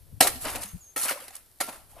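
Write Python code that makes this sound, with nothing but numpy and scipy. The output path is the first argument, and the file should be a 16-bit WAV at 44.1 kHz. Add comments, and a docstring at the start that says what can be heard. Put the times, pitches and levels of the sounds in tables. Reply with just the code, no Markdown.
"""In the shallows of a lake, a metal shovel chops three times into thin ice. Each blow cracks and
rings the blade and the sheet, then the ice gives way in bright splinters, grinding slush and
sloshing bubbles, with a few plops as pieces drop back in. A small bird whistles twice, light wind
bumps the microphone, and the shore answers faintly."""
import sys
import numpy as np
from scipy import signal
from scipy.fft import rfft, irfft, next_fast_len
from scipy.io import wavfile
from scipy.ndimage import map_coordinates

SR = 44100
rng = np.random.default_rng(int(sys.argv[2]) if len(sys.argv) > 2 else 0)


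def unload_audio(sound):
    """Save the sound as a 16-bit wav file, at the path given as the first command line argument."""
    columns = np.transpose(np.atleast_2d(sound))
    # keep every value between -1 and 1, then stretch to whole-number steps
    steps = np.round(np.clip(columns, -1, 1) * 32767)
    wavfile.write(sys.argv[1], SR, steps.astype(np.int16))


N = 88200
TIME = np.arange(N) / SR


def amp(db):
    """Decibels to gain."""
    return 10 ** (np.asarray(db) / 20)


def unit(x):
    """Scale to rms 1."""
    return x / np.sqrt(np.mean(x ** 2) + 1e-20)


def along(points, hz):
    """Read a curve of (Hz, value) points on a log axis."""
    knots_hz, values = np.transpose(points)
    return np.interp(np.log(hz + 1), np.log(knots_hz + 1), values)


def filtered(x, response):
    """Apply a complex frequency response."""
    size = next_fast_len(N + SR // 2)
    return irfft(rfft(x, size) * response(np.fft.rfftfreq(size, 1 / SR)), size)[..., :N]


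def coloured(x, eq):
    """Apply an EQ curve and scale to rms 1."""
    return unit(filtered(x, lambda hz: amp(along(eq, hz))))


def noise():
    """Two unrelated white noises."""
    return rng.standard_normal((2, N))


def burst(peak_s, rise_s, t60):
    """An envelope that ramps to its peak, then falls 60 dB in t60 seconds."""
    t = TIME - peak_s
    return np.clip(1 + t / rise_s, 0, 1) * amp(-60 * np.maximum(t, 0) / t60)


# Stereo width. Each row: frequency in Hz, left-right correlation.
LIKENESS = [(80, .2), (250, .96), (700, .95), (1500, .82), (4000, .7), (8000, .62), (13000, .75)]

def spread(pair):
    """Two unrelated signals become left and right, narrowest in the low mids."""
    angle = lambda hz: np.arccos(along(LIKENESS, hz)) / 2
    mid, side = filtered(pair, lambda hz: np.array([np.cos(angle(hz)), np.sin(angle(hz))]))
    return unit(np.array([mid + side, mid - side]))


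# Tone of the open air. Each row: frequency in Hz, relative level in dB.
AIR_EQ = [(88, -15), (150, -13), (647, -15.5), (1300, -21.5), (2690, -23), (4570, -20.5), (6810, -23.5),
          (11100, -13.5), (14000, -17.5)]

def air():
    """A quiet, steady bed of hiss."""
    return amp(-60) * spread(coloured(noise(), AIR_EQ))


# Swell of the wind. Each row: time in seconds, relative level in dB.
WIND_SWELL = [(0, -52), (.15, -48), (.55, -42.5), (.68, -57.5), (.85, -62), (1.201, -66), (1.7, -62),
              (1.93, -53.5)]
# Puffs on the microphone. Each row: centre and half width in seconds, relative level in dB.
PUFFS = [(0.139, 0.011, -44.5), (0.176, 0.0062, -42), (0.753, 0.013, -39)]
# Tone of the rumble and of the puffs. Each row: frequency in Hz, relative level in dB.
RUMBLE_EQ = [(20, -2), (70, 1), (120, -5), (200, -21.5), (500, -27.5), (1500, -68.5)]
PUFF_EQ = [(30, -8), (90, 3), (170, -1.5), (260, -16), (500, -48.5), (1500, -72)]

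def wind():
    """Wind rumbles and puffs on the microphone, harder on the left."""
    swell = amp(np.interp(TIME, *np.transpose(WIND_SWELL)) - 4)
    rumble = swell * spread(coloured(noise(), RUMBLE_EQ))
    puffs = sum(amp(db) * np.exp(-((TIME - s) / width) ** 2 / 2) for s, width, db in PUFFS)
    return (rumble + puffs * spread(coloured(noise(), PUFF_EQ))) * amp([[5], [-5]])


def shore(x, t60=0.67):
    """A diffuse answer from the trees and the bank."""
    tail = noise() * amp(-60 * TIME / t60)
    return signal.fftconvolve(x, tail / np.linalg.norm(tail[0]), axes=1)[:, :N]


# Bird calls. Each row: start in seconds, length before the release in seconds, level in dB.
BIRD_CALLS = [(0.616, 0.092, -53.5), (0.803, 0.1, -51)]

def bird(held_hz=6420, fall_hz=1250, fall_s=0.014, attack_s=0.008, release_s=0.018):
    """Thin whistles slide down onto a held note, with an echo from the trees."""
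    out = np.zeros(N)
    for start, length, db in BIRD_CALLS:
        t = np.maximum(TIME - start, 0)
        hz = held_hz + fall_hz * np.exp(-t / fall_s)
        envelope = np.minimum(t / attack_s, 1) * np.exp(-np.maximum(t - length, 0) / release_s)
        out += amp(db) * envelope * np.sin(2 * np.pi * np.cumsum(hz) / SR)
    return out + amp(-7) * shore(out[None])


def tinkle(fractures, modes=70, t60=0.031, renew_s=0.025):
    """Fractures stir the high modes of thin shards; new shards bring new pitches."""
    t, out = np.arange(SR // 10) / SR, np.zeros((2, N + SR))
    step = int(renew_s * SR)
    for start in range(0, N, step):
        hz = rng.uniform(2400, 14000, size=(modes, 1))
        tones = np.sin(2 * np.pi * (hz * t + rng.random((modes, 1))))
        tail = tones.sum(axis=0) * amp(-60 * t / t60)
        tail /= np.linalg.norm(tail)
        rung = signal.fftconvolve(fractures[:, start:start + step], tail[None], axes=1)
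        out[:, start:start + rung.shape[1]] += rung
    return out[:, :N]


def crackle(eq, grains_per_s=3500, clumps_per_s=350, clump_db=2.2):
    """Tiny fractures over a fine fizz come in clumps and set shards tinkling."""
    grains = unit((rng.random(N) < grains_per_s / SR) * np.sign(noise()))
    wobble = map_coordinates(rng.standard_normal(N), [TIME * clumps_per_s], order=1)
    fizz = amp(-8) * noise()
    fractures = amp(clump_db * wobble) * (grains + fizz)
    return spread(coloured(fractures + amp(-6) * tinkle(fractures), eq))


# Tone of splintering ice. Each row: frequency in Hz, relative level in dB.
SPLINTER_EQ = [(1200, -27.5), (3500, -10.5), (5500, -7), (8000, -3), (10500, 4), (12500, 2.5),
               (14200, -7.5)]

def splinters():
    """The glassy top end of small fractures."""
    return crackle(SPLINTER_EQ)


def drips(start_s, per_s=60, t60=0.035):
    """A faint patter as water runs off the blade and loose shards touch."""
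    hits = (rng.random(N) < per_s / SR) * rng.random(N) * (TIME > start_s)
    envelope = np.abs(signal.fftconvolve(hits, amp(-60 * TIME / t60))[:N])
    return amp(-65.5) * unit(envelope * splinters())


def bubble(t, hz, cycles, attack_s, rise):
    """A damped tone that rises as the bubble nears the surface."""
    age = np.maximum(t, 0) * hz / cycles
    swell = 1 - np.exp(-np.maximum(t, 0) / attack_s)
    return swell * amp(-60 * age) * np.sin(2 * np.pi * cycles * age * (1 + rise * age))


def swarm(centre_hz, count=900, octaves=3):
    """Bubbles of many sizes burst at random."""
    when, pitch, strength = rng.random((3, count, 1))
    hz = centre_hz * 2 ** (octaves * (pitch - 0.5))
    samples = np.arange(SR // 12)
    tones = bubble(samples / SR, hz, cycles=19.2, attack_s=0.0021, rise=0.17) * amp(10 * strength)
    positions = (when * N).astype(int) + samples
    return unit(np.bincount(positions.ravel(), tones.ravel(), N)[:N])


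# Single plops. Each row: start in seconds, starting pitch in Hz, level in dB.
PLOP_CUES = [(.352, 240, -35.5), (.645, 191, -42.5), (1.128, 515, -27.5), (1.158, 545, -28.5),
             (1.174, 980, -28), (1.19, 740, -38.5), (1.218, 500, -37), (1.245, 616, -47), (1.305, 725, -36),
             (1.93, 775, -40.5), (1.964, 636, -34.5)]

def plops():
    """Larger bubbles ring as pieces drop back into the water."""
    return sum(amp(db) * bubble(TIME - start, hz, cycles=28, attack_s=0.005, rise=0.14)
               for start, hz, db in PLOP_CUES)


# Tone of stirred water. Each row: frequency in Hz, relative level in dB.
WATER_EQ = [(60, -30.5), (170, -3.5), (260, -5.5), (380, -8), (560, 0), (800, 0.5), (1200, -1.5),
            (2500, -22.5)]

def slosh():
    """A swarm of bubbles in foam."""
    foam = amp(2.5) * spread(coloured(noise(), WATER_EQ))
    return coloured(swarm(centre_hz=656) + foam, WATER_EQ)


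# Tone of wet, crushed ice. Each row: frequency in Hz, relative level in dB.
SLUSH_EQ = [(300, -34), (900, -8.5), (1350, 1), (2200, 0), (3400, -6), (5000, -8), (9000, -32)]

def slush():
    """Wet grinding squeezes out small bubbles."""
    gurgle = amp(-6) * coloured(swarm(centre_hz=1300), SLUSH_EQ)
    return unit(crackle(SLUSH_EQ) + gurgle)


# Tone of cracking ice. Each row: frequency in Hz, relative level in dB.
CRACK_EQ = [(150, -7.5), (300, 0.5), (740, 4), (1080, -9), (2000, 0.5), (3000, -3), (3450, -6),
            (4400, -1.5), (5500, -4.5), (8000, -2), (10500, 3.5), (14000, -0.5)]

def cracking():
    """Full-range fracturing, with body as well as bite."""
    return crackle(CRACK_EQ)


# Shard snaps and splinter ticks. Each row: peak time in seconds, level in dB.
SNAP_CUES = [(.358, -34), (0.4512, -29.5), (.558, -26), (0.6335, -27), (1.127, -29.5), (1.281, -37),
             (1.307, -46)]
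TICK_CUES = [(.636, -29.5), (1.354, -31), (1.365, -34.5), (1.762, -45), (1.937, -59)]

def shards(rise_s=0.00092):
    """Single pieces snap off, and splinters tick as they land on the sheet."""
    snaps = sum(amp(db) * burst(peak, rise_s, t60=0.046) for peak, db in SNAP_CUES)
    ticks = sum(amp(db) * burst(peak, rise_s, t60=0.022) for peak, db in TICK_CUES)
    return snaps * cracking() + ticks * splinters()


# Ice giving way. Each row: peak time, rise and t60 in seconds, then splinter, slush and water dB.
BREAK_CUES = [(0.2075, 0.0032, 0.1, -14, -21.5, -30.5), (0.255, 0.012, 0.2, -45, -37.5, -29.5),
              (0.273, 0.0045, 0.066, -17.5, -25.5, -32.5), (0.417, 0.017, 0.93, -36, -50.5, -54.5),
              (0.46, 0.022, 0.37, -41.5, -34, -35.5), (0.507, 0.065, 0.35, -34, -46, -54),
              (0.552, 0.016, 0.27, -51.5, -38.5, -37), (0.566, 0.0058, 0.018, -35.5, -39, -38.5),
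              (0.621, 0.014, 0.36, -37, -45.5, -67), (0.982, 0.024, 0.46, -27, -43, -53.5),
              (1.034, 0.044, 0.32, -26.5, -41, -47), (1.055, 0.01, 0.39, -45, -36.5, -40),
              (1.083, 0.002, 0.037, -23, -36, -59), (1.092, 0.012, 0.13, -27, -29, -62),
              (1.113, 0.013, 0.075, -29, -28, -34.5), (1.135, .03, 0.74, -52.5, -49.5, -55.5),
              (1.203, 0.0055, 0.48, -45, -52, -56), (1.355, 0.039, 0.22, -45.5, -54.5, -62),
              (1.612, 0.0045, 0.067, -24.5, -29.5, -35.5), (1.689, 0.016, 0.13, -40, -44, -38),
              (1.729, .008, 0.3, -45, -49.5, -47.5), (1.909, 0.027, .4, -54.5, -64.5, -64),
              (1.995, 0.059, 0.45, -61, -57, -51)]

def breaking_ice():
    """Every break throws splinters, grinds slush and stirs the water."""
    power = sum((amp(levels)[:, None] * burst(peak, rise, t60)) ** 2
                for peak, rise, t60, *levels in BREAK_CUES)
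    splinter_gain, slush_gain, water_gain = np.sqrt(power)
    return splinter_gain * splinters() + slush_gain * slush() + water_gain * slosh()


def ring(modes, start_s, rise_s):
    """Struck modes die away, their levels and phases a little different at every blow."""
    out = np.zeros(N)
    for hz, db, t60 in modes:
        envelope = amp(db + rng.normal(0, 1)) * burst(start_s + rise_s, rise_s, t60)
        out += envelope * np.sin(2 * np.pi * (hz * (TIME - start_s) + rng.random()))
    return out


# Modes of the blade and the ice sheet. Each row: pitch in Hz, relative level in dB, t60 in seconds.
BLADE_MODES = [(284, -7, .08), (537.5, -5.5, 0.085), (851, -9, 0.12), (1304, -3, 0.14), (1370, -8.5, 0.4),
               (1855, 1.5, 0.08), (2265, -3.5, 0.037), (4290, -17, 0.065)]
SHEET_MODES = [(294, -5, 0.046), (568, -4, 0.14), (646, -6, 0.13), (732, 5, 0.052), (781.6, 3, 0.059),
               (953, -12.5, 0.18), (1950, -6.5, 0.078), (2575, -2.5, 0.074)]
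# Shovel blows. Each row: start and rise in seconds, then crack, blade and sheet gains in dB.
BLOW_CUES = [(0.207, 0.0017, -10.5, -28.5, -20), (0.9605, 0.0029, -26.5, -34, -46),
             (1.6022, 0.0023, -23, -32.5, -39.5)]

def shovel():
    """Each blow cracks and shatters the ice and rings both the blade and the sheet."""
    fractures, out = cracking(), np.zeros((2, N))
    for start, rise, crack_db, blade_db, sheet_db in BLOW_CUES:
        crack = burst(start + rise, rise, t60=0.1)
        shatter = amp(-4.5) * burst(start + rise, rise, t60=0.28)
        out += amp(crack_db) * np.hypot(crack, shatter) * fractures
        out += amp(blade_db) * ring(BLADE_MODES, start, rise)
        out += amp(sheet_db) * ring(SHEET_MODES, start, rise)
    return out


# Panning of the chopping. Each row: frequency in Hz, left level over right in dB.
BALANCE = [(700, 0), (1300, 4), (2400, 0.5), (4400, 1.5), (8000, -1.5), (13000, -1)]
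# Its phase offset. Each row: frequency in Hz, left lead in radians.
PHASE_LEAD = [(500, 0), (1100, .25), (4000, .15), (7300, .6), (10000, 1.6), (14000, 3)]

def placed(x):
    """Level and phase set the mids a little to the left."""
    sides = np.array([[0.5], [-0.5]])
    gain = lambda hz: amp(sides * along(BALANCE, hz))
    return filtered(x, lambda hz: gain(hz) * np.exp(1j * sides * along(PHASE_LEAD, hz)))


def scene():
    """The chopping and its shore echo over air, wind and bird."""
    chopping = placed(drips(start_s=BLOW_CUES[0][0]) + plops() + shards() + breaking_ice() + shovel())
    return air() + wind() + bird() + amp(-16) * shore(chopping) + chopping


def record(dry, top_hz=14250):
    """Hard clipping at full scale, then a brick-wall low-pass."""
    return filtered(np.clip(dry, -1, 1), lambda hz: 1 / np.sqrt(1 + (hz / top_hz) ** 240))


dry = scene()
out = record(dry)
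unload_audio(out)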